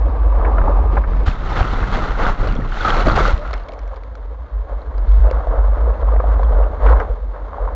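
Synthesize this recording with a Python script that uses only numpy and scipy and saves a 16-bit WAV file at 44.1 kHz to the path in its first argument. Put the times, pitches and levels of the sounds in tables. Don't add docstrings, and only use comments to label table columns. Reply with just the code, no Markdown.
import sys
import numpy as np
from scipy import signal
from scipy.fft import rfft, irfft, next_fast_len
from scipy.io import wavfile
from scipy.ndimage import uniform_filter1d

SR = 44100
rng = np.random.default_rng(int(sys.argv[2]) if len(sys.argv) > 2 else 0)


def file_out(sig):
    cols = np.atleast_2d(sig).T
    lim = np.clip(cols, -1, 1)
    pcm = np.round(lim * 32767).astype(np.int16)
    wavfile.write(sys.argv[1], SR, pcm)


N = 341771
T = np.arange(N) / SR
COVERED_S, DRAINS_S, CLEAR_S = 1.262, 3.33, 3.7


def undb(db):
    return 10 ** (np.asarray(db) / 20)


def unit(x):
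    return x / np.sqrt(np.mean(x ** 2))


def add(out, start_s, x):
    i = max(int(start_s * SR), 0)
    out[i:i + len(x)] += x[:max(N - i, 0)]


def band(x, lo_hz, hi_hz, order=3):
    return signal.sosfilt(signal.butter(order, [lo_hz, hi_hz], "bandpass", fs=SR, output="sos"), x)


def colour(x, points):
    hz, db = np.transpose(points)
    size = next_fast_len(N)
    bins_hz = np.maximum(np.fft.rfftfreq(size, 1 / SR), 1)
    gain = undb(np.interp(np.log(bins_hz), np.log(hz), db))
    return irfft(rfft(x, size) * gain, size)[:N]


def walk(rate_hz):
    step = int(SR / rate_hz)
    return unit(uniform_filter1d(np.repeat(rng.standard_normal(N // step + 1), step), step))[:N]


def swell(start_s, attack_s, length_s, release_s):
    rise = np.clip((T - start_s) / attack_s, 0, 1)
    return rise * np.exp(-np.clip((T - start_s - length_s) / release_s, 0, 20))


def ring(t, hz, t60_s, rise=0):
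    return np.sin(2 * np.pi * hz * t * (1 + rise * t / t60_s / 2)) * np.exp(-np.log(1000) * t / t60_s)


# time in seconds, relative board speed. It drops at the breaker, then recovers.
BOARD_SPEED = [(0, 1.03), (.3, 1.036), (.6, 1.366), (1.25, 0.7), (3.55, 0.81), (3.93, 0.57), (4.05, 0.64),
               (4.5, 0.68), (4.9, 0.81), (5.15, 0.92), (5.98, 1.107), (6.5, 1.16), (6.75, 1.01),
               (7.0, 1.07), (7.22, 0.7), (7.75, 0.87)]


def by_speed(db, db_per_doubling):
    speed = np.interp(T, *np.transpose(BOARD_SPEED))
    return undb(db + db_per_doubling * np.log2(speed))


def patter(per_s, spread_db):
    when, size, sign = rng.random((int(per_s * N / SR), 3)).T
    gain = undb(-spread_db * np.log(np.maximum(size, 1 / 200)))
    return unit(np.bincount((when * N).astype(int), gain * np.sign(sign - .5), N))


def bubbles(per_s, lo_hz, hi_hz, cycles, spread_db):
    out = np.zeros(N)
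    for when, pitch, size, life in rng.random((int(per_s * N / SR), 4)):
        hz = lo_hz * (hi_hz / lo_hz) ** pitch
        t60_s = cycles * (.5 + life) / hz
        t = np.arange(int(t60_s * SR)) / SR
        gain = undb(-spread_db * np.log(max(size, 1 / 50)))
        add(out, when * N / SR, gain * ring(t, hz, t60_s, rise=.019))
    return unit(out)


# frequency in Hz, share in dB.
BULK_SHARE = [(1400, 0), (2300, -6.5), (3000, -10.5), (4500, -44)]


def water(rush_gain, spray_gain, tone, grain_db, flicker_db, bubbles_per_s, bubble_db,
          crackles_per_s, crackle_spread_db, crackle_db):
    impacts = unit(.38 * rng.standard_normal(N) + patter(2500, grain_db))
    splashing = colour(impacts, tone)
    bulk = colour(splashing, BULK_SHARE)
    bubbling = bubbles(bubbles_per_s, 420, 1700, cycles=31, spread_db=1.9)
    crackle = bubbles(crackles_per_s, 2400, 6500, cycles=40, spread_db=crackle_spread_db)
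    rush = unit(bulk) + undb(bubble_db) * unit(colour(bubbling, tone))
    spray = unit(splashing - bulk) + undb(crackle_db) * unit(colour(crackle, tone))
    rush /= np.std(band(rush, 400, 1800))
    spray /= np.std(band(spray, 2600, 7000))
    flicker = undb(flicker_db * (walk(110) + .5 * walk(35)))
    return (rush * rush_gain + spray * spray_gain) * flicker


# frequency in Hz, gain in dB.
RIDE_IN_TONE = [(150, -29), (250, -9.5), (389, -3), (547, 0), (649, -2), (803, -2), (1210, -1), (1420, -13),
                (1640, -16.5), (2000, -26), (2170, -27), (2890, -37.5), (4180, -44), (6800, -59),
                (7600, -70), (9750, -85), (16500, -120)]
RIDE_OUT_TONE = [(150, -37.5), (280, -9.5), (365, -10.5), (430, -1), (530, 2), (800, -3.5), (900, -3),
                 (1020, -3.5), (1250, -5), (1700, -16.5), (2100, -24.5), (2600, -35.5), (3500, -35.5),
                 (4350, -40.5), (5100, -48.5), (6900, -51), (7600, -65.5), (9500, -92.5)]
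DECK_REFLECTION = [(900, -30.5), (1400, -21.5), (2600, -15), (4500, -17.5), (6000, -26.5)]


def rail_flow(rush_surge, spray_surge, in_hollow, hollow_db=4.5, echo_s=.00189):
    rush = np.hypot(rush_surge, by_speed(-31, 15.7))
    spray = np.hypot(spray_surge, by_speed(-61, 6.9) * undb(hollow_db * in_hollow))
    ride_in = water(rush * undb(-1.5), spray * undb(-3.5), RIDE_IN_TONE,
                    grain_db=-.5, flicker_db=.34, bubbles_per_s=170, bubble_db=-1.5,
                    crackles_per_s=100, crackle_spread_db=5.5, crackle_db=-1.5)
    ride_out = water(rush * undb(-2.5), spray * undb(-1.64), RIDE_OUT_TONE,
                     grain_db=-1, flicker_db=1.02, bubbles_per_s=190, bubble_db=-3.5,
                     crackles_per_s=90, crackle_spread_db=4, crackle_db=-7)
    direct = np.where(in_hollow, ride_in, ride_out)
    return direct + np.interp(T - echo_s, T, colour(direct, DECK_REFLECTION))


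def eddies(tone, rough_db):
    rumble = colour(rng.standard_normal(N) * undb(rough_db * walk(70)), tone)
    return rumble / np.std(band(rumble, 100, 350))


# frequency in Hz, gain in dB.
WIND_TONE = [(42, -7), (64, 28), (85, 14.5), (110, 3.5), (160, -3.5), (300, 2), (420, -11.5), (700, -59.5)]


def wind_buffet(wet, in_hollow, hollow_db=4.5):
    gain = (1 - wet) * by_speed(-40, 13.6) * undb(hollow_db * in_hollow)
    return gain * eddies(WIND_TONE, rough_db=2.5)


# start in seconds, length in seconds, drive in dB.
MOUNT_GUSTS = [(0.0, 0.07, -14), (0.171, 0.69, -11.5), (0.86, .16, -12.5), (1.063, 0.18, -13),
               (1.766, 0.073, -14), (2.082, 0.11, -15.5), (2.613, 0.047, -14.5), (2.927, 0.39, -15.5),
               (3.8, 0.12, -23.5), (4.191, 0.14, -25), (4.526, 0.091, -19), (4.707, 0.062, -21.5),
               (4.944, 0.12, -13.5), (5.079, 0.19, -5), (5.333, 0.057, -14.5), (5.478, 0.04, -12),
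               (5.573, 0.17, -9.5), (5.774, .15, -10.5), (6.022, .17, -13), (6.247, .42, -11.5),
               (6.823, 0.15, -8), (7.092, 0.04, -14.5), (7.212, 0.11, -20), (7.602, 0.064, -16)]
# time in seconds, half length in seconds.
MOUNT_STALLS = [(0.392, 0.0095), (0.643, 0.012), (0.838, 0.015), (3.673, 0.048), (4.493, 0.043),
                (4.678, 0.016), (4.836, 0.014), (4.921, .015), (5.062, 0.017), (5.201, 0.012),
                (5.455, .012), (5.773, .014), (6.021, 0.011), (6.699, 0.016), (6.789, 0.012),
                (7.083, 0.018), (7.538, 0.053)]


def mount_shudder(wet, free_hz=48, loaded_hz=37, wash_db=-21, swing_limit=.72):
    gusts = np.sqrt(sum((undb(db) * swell(start_s, .0087, length_s, release_s=.012)) ** 2
                        for start_s, length_s, db in MOUNT_GUSTS))
    drive = np.hypot(gusts, (1 - wet) * by_speed(-22, 13) + wet * undb(wash_db))
    for time_s, half_s in MOUNT_STALLS:
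        drive *= np.tanh((T - time_s) / half_s)
    wander = np.exp(.08 * (1 - wet) * walk(26) + .2317 * wet * walk(45))
    hz = (free_hz + (loaded_hz - free_hz) * wet) * wander
    flutter_db = 1.7 * (1 - wet) * walk(28) + wet * (2.9 * walk(40) - 2.2)
    swing = np.sqrt(2) * np.sin(2 * np.pi * np.cumsum(hz) / SR) * drive * undb(flutter_db)
    swing = swing_limit * np.tanh(swing / swing_limit)
    return colour(swing, [(63, 0), (90, -6.5), (130, -27.5), (250, -57.5)])


# start, attack and length in seconds,
# then rush, spray and churn in relative dB.
WATER_SURGES = [(0.3, 0.081, 0.18, -27, -66.5, -42), (0.552, 0.045, 0.31, -35.5, -63, -31),
                (0.648, 0.039, 0.046, -19.5, -67, -38), (.745, 0.028, 0.041, -31, -64, -40),
                (0.894, 0.037, 0.093, -29, -50.5, -27), (1.057, 0.03, 0.18, -32.5, -52, -30.5),
                (1.254, 0.014, 0.026, -26, -34, -32), (1.355, 0.17, 0.7, -28, -43, -29),
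                (1.543, 0.032, 0.058, -22, -36.5, -24), (1.898, 0.074, 0.072, -26, -37.5, -21),
                (1.984, 0.052, 0.14, -26.5, -42.5, -42), (2.148, 0.065, 0.15, -22, -38.5, -25.5),
                (2.365, 0.033, 0.15, -29, -46, -27), (2.503, 0.02, 0.15, -37, -73, -28),
                (2.64, 0.2, 0.27, -27.5, -37, -54), (2.845, 0.019, 0.18, -19.5, -35, -30.5),
                (3.046, 0.016, 0.096, -22, -36.5, -22.5), (3.137, 0.032, 0.072, -17.5, -31.5, -25.5),
                (3.219, 0.018, 0.065, -24, -34, -29), (3.293, .01, .03, -28, -42.5, -48),
                (3.427, 0.034, 0.035, -33.5, -63, -52), (3.607, 0.04, 0.37, -37.5, -64.5, -63),
                (4.668, 0.032, 0.058, -33.5, -70, -58), (5.03, .06, 0.18, -54, -58.5, -52),
                (5.214, 0.055, 0.18, -26, -60, -45.5), (5.456, 0.064, 0.14, -24, -65.5, -50),
                (5.719, 0.031, 0.18, -29, -64, -59), (6.048, 0.04, 0.053, -27, -62, -49),
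                (6.253, .04, .08, -29, -58.5, -54), (6.485, 0.034, 0.062, -28.5, -61, -32.5),
                (6.544, 0.022, 0.1, -27.5, -69, -48), (6.785, 0.078, 0.13, -18, -50, -34),
                (6.905, 0.034, 0.12, -22.5, -59.5, -59), (7.32, 0.032, 0.078, -32.5, -82, -52),
                (7.452, 0.12, 0.27, -30.5, -86, -57)]


def surges(release_s=.033):
    return np.sqrt(sum(np.outer(undb(db), swell(start_s, attack_s, length_s, release_s)) ** 2
                       for start_s, attack_s, length_s, *db in WATER_SURGES))


# frequency in Hz, gain in dB.
CHURN_TONE = [(10, -2), (25, 20.5), (60, 3.5), (90, 6.5), (140, 0.5), (300, -7.5), (430, -11), (700, -60.5)]


def water_churn(churn_surge, wet, drain_db_per_s=52):
    breaker = wet * undb(-35 - drain_db_per_s * np.maximum(T - DRAINS_S, 0))
    return np.hypot(churn_surge, breaker) * undb(-1.5) * eddies(CHURN_TONE, rough_db=.5)


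def pop(hz, rise, cycles, onset_s):
    t = np.arange(SR // 10) / SR
    bubble = ring(t, hz, cycles / hz, rise) * (1 - np.exp(-t / onset_s))
    return bubble / np.abs(bubble).max()


# start in seconds, peak in dB, pitch in Hz, pitch rise as a share.
AIR_POCKETS = [(.347, -21, 570, .1), (.395, -17, 720, .1), (.495, -19.5, 760, .1), (.676, -17, 850, .1),
               (.695, -13.5, 560, .1), (.771, -17, 770, .2), (.789, -13, 740, .4), (.84, -17.5, 720, .4),
               (.932, -28, 350, .1), (1.095, -25, 540, .1), (1.84, -18, 1540, .1), (2.196, -17, 630, .1),
               (2.221, -16, 725, .1), (2.429, -17, 527, .1), (2.448, -17, 516, .1), (2.47, -17, 560, 0.085),
               (2.558, -19.5, 477, .1), (2.598, -22, 510, .1), (2.722, -17, 1410, .1), (3.07, -11, 615, .1),
               (3.074, -10, 296, .1), (3.083, -10, 640, .1), (3.098, -15, 457, .1), (3.178, -11, 540, .1),
               (3.205, -14, 435, .1), (3.282, -12, 503, .1), (3.45, -24, 1380, 0.092),
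               (3.509, -23, 694, .1), (3.695, -23, 653, .1), (3.832, -28.5, 570, .1),
               (3.933, -27.5, 1040, .1), (4.727, -24, 540, .1), (5.247, -17, 610, .3),
               (5.268, -19, 610, 0.28), (5.289, -17, 583, .2), (5.312, -11, 520, .2),
               (5.471, -13, 610, 0.36), (5.537, -16, 545, 0.18), (5.577, -24, 607, 0.19),
               (5.772, -18.5, 570, .3), (5.875, -15.5, 474, 0.17), (6.03, -18, 567, .5),
               (6.087, -17.5, 930, 0.36), (6.136, -13.5, 540, .7), (6.161, -15.5, 640, 0.45),
               (6.203, -15, 1070, .3), (6.241, -12.5, 590, 0.8), (6.262, -23, 480, .2),
               (6.291, -21.5, 730, .2), (6.395, -15, 684, 0.6), (6.509, -19, 468, .2),
               (6.588, -13, 523, .2), (6.601, -16, 560, .2), (6.612, -16, 610, .2), (6.665, -17.5, 550, .2),
               (6.734, -22, 530, .4), (6.934, -10, 1020, 0.12), (7.065, -32, 525, .1),
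               (7.532, -22.5, 1100, .1), (7.544, -22, 1070, .1), (7.583, -17.5, 734, 0.26),
               (7.676, -17, 980, 0.17), (7.688, -19, 980, 0.18)]


def plops():
    out = np.zeros(N)
    for start_s, db, hz, rise in AIR_POCKETS:
        add(out, start_s, undb(db) * pop(hz, rise, cycles=12.4, onset_s=.00084))
    return out


# mode frequency in Hz, relative level in dB, t60 in seconds.
HOUSING_MODES = [(530, -2.5, 0.03), (1340, 3, 0.0098), (2200, -2.5, 0.013), (3400, -13.5, 0.017),
                 (4120, -10.5, 0.012)]


def water_hit(hz, cycles, housing_db, splash_db, splash_t60_s, contact_s, lo_hz, hi_hz):
    t = np.arange(SR // 12) / SR
    housing = sum(undb(db + 3 * rng.standard_normal()) * ring(t, mode_hz, t60_s)
                  for mode_hz, db, t60_s in HOUSING_MODES)
    splash = unit(band(rng.standard_normal(len(t)), lo_hz, hi_hz, order=2))
    splash *= np.exp(-np.log(1000) * t / splash_t60_s)
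    hit = ring(t, hz, cycles / hz) + undb(housing_db) * housing + undb(splash_db) * splash
    contact = 1 - np.exp(-t / contact_s)
    hit = band(hit * contact, lo_hz / 2, hi_hz, order=4)
    return hit / np.abs(hit).max()


# start in seconds, peak in dB, pitch in Hz, upper band edge in Hz, splash t60 in seconds.
HULL_SLAPS = [(0.448, -18.5, 1670, 2200, 0.039), (.463, -15, 1050, 1500, 0.083),
              (.479, -17.5, 870, 1300, 0.07), (.582, -11, 1370, 1960, 0.035),
              (.615, -18, 1500, 2000, 0.036), (.678, -12, 840, 1290, 0.096), (.968, -11, 805, 1910, 0.049),
              (.974, -12, 1040, 1800, 0.035), (.979, -15.5, 560, 1300, 0.044),
              (1.038, -18.5, 1200, 1800, 0.071), (1.133, -22, 1270, 2200, 0.027),
              (1.267, -23, 1300, 3800, 0.033), (1.278, -16.5, 1270, 2200, 0.031),
              (1.519, -19, 840, 2000, 0.034), (1.565, -22, 1920, 3600, 0.045),
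              (1.574, -14.5, 1140, 2790, 0.029), (1.596, -16, 1260, 3170, 0.028),
              (1.606, -8.5, 757, 2500, 0.03), (1.827, -16.5, 1400, 2000, 0.063),
              (1.986, -13, 620, 2540, 0.05), (2.153, -19, 1330, 1700, 0.032),
              (2.249, -9.5, 1240, 1700, 0.033), (2.265, -11, 1480, 2000, 0.021),
              (2.77, -18.5, 824, 2300, 0.023), (2.848, -8.5, 1260, 1810, .05),
              (2.876, -8.5, 1230, 1900, 0.023), (3.064, -11, 680, 1590, .05),
              (3.098, -6, 1290, 1970, 0.016), (3.158, -12, 1290, 1800, 0.043),
              (3.173, -8.5, 780, 1810, 0.07), (3.189, -11, 1280, 1600, 0.027), (3.201, -15, 670, 1610, .04),
              (3.252, -7.5, 1380, 1700, 0.019), (3.533, -18.5, 1210, 2180, 0.099),
              (6.029, -23, 1095, 1500, .02), (6.162, -29, 1890, 2200, .03), (6.199, -14, 517, 1900, 0.022),
              (6.24, -21, 795, 1500, 0.028), (6.314, -27, 1540, 1900, 0.036), (6.43, -15, 1010, 1640, 0.03),
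              (6.863, -14, 1280, 2210, 0.075), (6.886, -14, 1430, 2100, 0.065),
              (6.923, -13, 1030, 1700, 0.059), (7.0, -16.5, 1560, 1940, 0.084)]


def hull_slaps():
    out = np.zeros(N)
    for start_s, db, hz, top_hz, t60_s in HULL_SLAPS:
        slap = water_hit(hz, cycles=21.5, housing_db=-20.5, splash_db=-9.5, splash_t60_s=t60_s,
                         contact_s=.0009, lo_hz=394, hi_hz=top_hz)
        add(out, start_s, undb(db) * slap)
    return out


def breaker_cover(hit_s=.008, run_off_s=.2):
    return np.clip(np.minimum((T - COVERED_S) / hit_s + 1, (CLEAR_S - T) / run_off_s), 0, 1)


# frequency in Hz, gain in dB.
WHITE_WATER_TONE = [(150, -5), (250, -5), (337, -7.5), (518, -4), (679, -5), (719, -2.5), (1010, -4),
                    (1320, 0.5), (1690, -10), (2130, -11.5), (2320, -19), (4160, -22), (4940, -30.5),
                    (6030, -32.5), (7580, -40), (9850, -86.5), (16700, -120)]


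def white_water(rush_surge, spray_surge):
    rush = np.hypot(rush_surge, undb(-35))
    spray = np.hypot(spray_surge, undb(-52))
    return water(rush * undb(-1), spray * undb(-1.5), WHITE_WATER_TONE,
                 grain_db=1.5, flicker_db=1.03, bubbles_per_s=260, bubble_db=-7,
                 crackles_per_s=220, crackle_spread_db=3.5, crackle_db=-1)


# time in seconds, level in dB, half length in seconds.
WATER_LUMPS = [(1.275, -2, 0.013), (1.29, -12.5, 0.0051), (1.609, -2.5, 0.012), (1.952, -26, 0.018),
               (2.59, -11, 0.0036), (3.333, -2.5, 0.016)]


def thumps():
    out = np.zeros(N)
    for time_s, db, half_s in WATER_LUMPS:
        u = np.linspace(-3, 3, int(2 * half_s * SR))
        push_pull = -u * np.exp((1 - u ** 2) / 2) * np.hanning(len(u))
        add(out, time_s - half_s / 2, undb(db) * push_pull)
    return out


# start in seconds, peak in dB, pitch in Hz.
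FOAM_BUBBLES = [(1.567, -36, 3350), (1.605, -31, 3410), (1.716, -39, 3130), (1.938, -30, 3190),
                (2.106, -35, 3170), (2.256, -35, 2980), (2.481, -35, 4390), (2.534, -47, 3930),
                (2.565, -36, 3230), (2.619, -28, 1820), (2.725, -33, 3000), (2.811, -26.5, 3490),
                (2.821, -25, 3340), (2.904, -18.5, 3230), (3.098, -23, 3370), (3.121, -25, 4130),
                (3.636, -46, 4430), (4.818, -45, 3990), (5.089, -45, 4220), (5.302, -37, 2690),
                (5.939, -46, 2650), (6.448, -42, 3290), (6.637, -41, 2700)]


def foam_pings():
    out = np.zeros(N)
    for start_s, db, hz in FOAM_BUBBLES:
        add(out, start_s, undb(db) * pop(hz, rise=.06, cycles=34, onset_s=.0004))
    return out


# start in seconds, length in seconds, rms in dB, wall pitch in Hz (shifts with the load).
WALL_JETS = [(2.18, 0.069, -34, 1310), (2.801, 0.026, -25.5, 1440), (2.838, 0.036, -21, 1267),
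             (2.917, 0.049, -23.5, 1378), (2.988, 0.02, -25.5, 1360), (3.093, 0.039, -24, 1340),
             (3.176, .028, -21.5, 1298), (3.248, .05, -25, 1327), (3.253, 0.065, -32.5, 558),
             (3.386, 0.052, -32.5, 600), (3.445, .05, -37, 1420)]


def wall_jets(wander=.0452, flutter_db=3, attack_s=.008, release_s=.0073):
    warped_s = np.cumsum(1 + wander * walk(260)) / SR
    flutter = unit(undb(flutter_db * walk(190)))
    out = np.zeros(N)
    for start_s, length_s, db, hz in WALL_JETS:
        envelope = undb(db) * swell(start_s, attack_s, length_s, release_s)
        out += envelope * np.sqrt(2) * np.sin(2 * np.pi * hz * warped_s)
    return flutter * out


def shower(count=45, mean_delay_s=.23, first_db=-44, fade_db_per_s=11, spread_db=2.5):
    when, size, pitch = rng.random((count, 3)).T
    delay_s = -mean_delay_s * np.log(1 - when)
    db = first_db - fade_db_per_s * delay_s + spread_db * (2 * size - 1)
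    hz = 1300 * 4 ** pitch
    return list(zip(DRAINS_S + delay_s, db, hz))


# start in seconds, peak in dB, pitch in Hz.
BIG_DROPS = [(2.473, -22.5, 4240), (2.523, -24.5, 4430), (2.552, -25.5, 5500), (2.967, -17, 4180),
             (3.07, -14, 4240), (3.278, -17, 4300), (3.377, -25.5, 2680), (3.476, -29, 1900),
             (3.509, -32, 4370), (3.531, -21, 3760), (3.538, -20.5, 5100), (3.578, -31, 2970),
             (3.598, -37, 4080), (3.686, -30, 3120), (3.69, -28, 2200), (3.72, -32, 2670),
             (3.735, -32, 7100), (3.791, -31, 5600), (3.816, -43, 2900), (3.832, -40, 3420),
             (3.877, -35, 5650), (3.943, -39, 3170), (3.96, -36, 4350), (3.966, -40, 4800),
             (4.035, -33, 2080), (4.153, -29, 1380), (4.98, -35, 4800), (5.119, -34, 3270),
             (5.311, -24, 4440), (5.471, -39, 3560), (6.013, -42, 3340), (6.432, -31, 3570),
             (7.0, -26, 2870)]


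def drop_ticks():
    out = np.zeros(N)
    for start_s, db, hz in list(BIG_DROPS) + shower():
        tick = water_hit(hz, cycles=28, housing_db=1, splash_db=-7, splash_t60_s=.014,
                         contact_s=.00029, lo_hz=600, hi_hz=6170)
        add(out, start_s, undb(db) * tick)
    return out


def scene():
    wet, in_hollow = breaker_cover(), T < COVERED_S
    rush, spray, churn = surges()
    flow = rail_flow(rush, spray, in_hollow) * np.sqrt(1 - wet ** 2) + white_water(rush, spray) * wet
    rumble = wind_buffet(wet, in_hollow) + mount_shudder(wet) + water_churn(churn, wet)
    hits = plops() + hull_slaps() + thumps() + foam_pings() + wall_jets() + drop_ticks()
    return (flow + rumble + hits)[None]


def record(dry, ceiling=.95, top_hz=7600):
    rounded = dry / (1 + np.abs(dry / ceiling) ** 8) ** (1 / 8)
    return signal.sosfilt(signal.ellip(10, .2, 70, top_hz, fs=SR, output="sos"), rounded)


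dry = scene()
out = record(dry)
file_out(out)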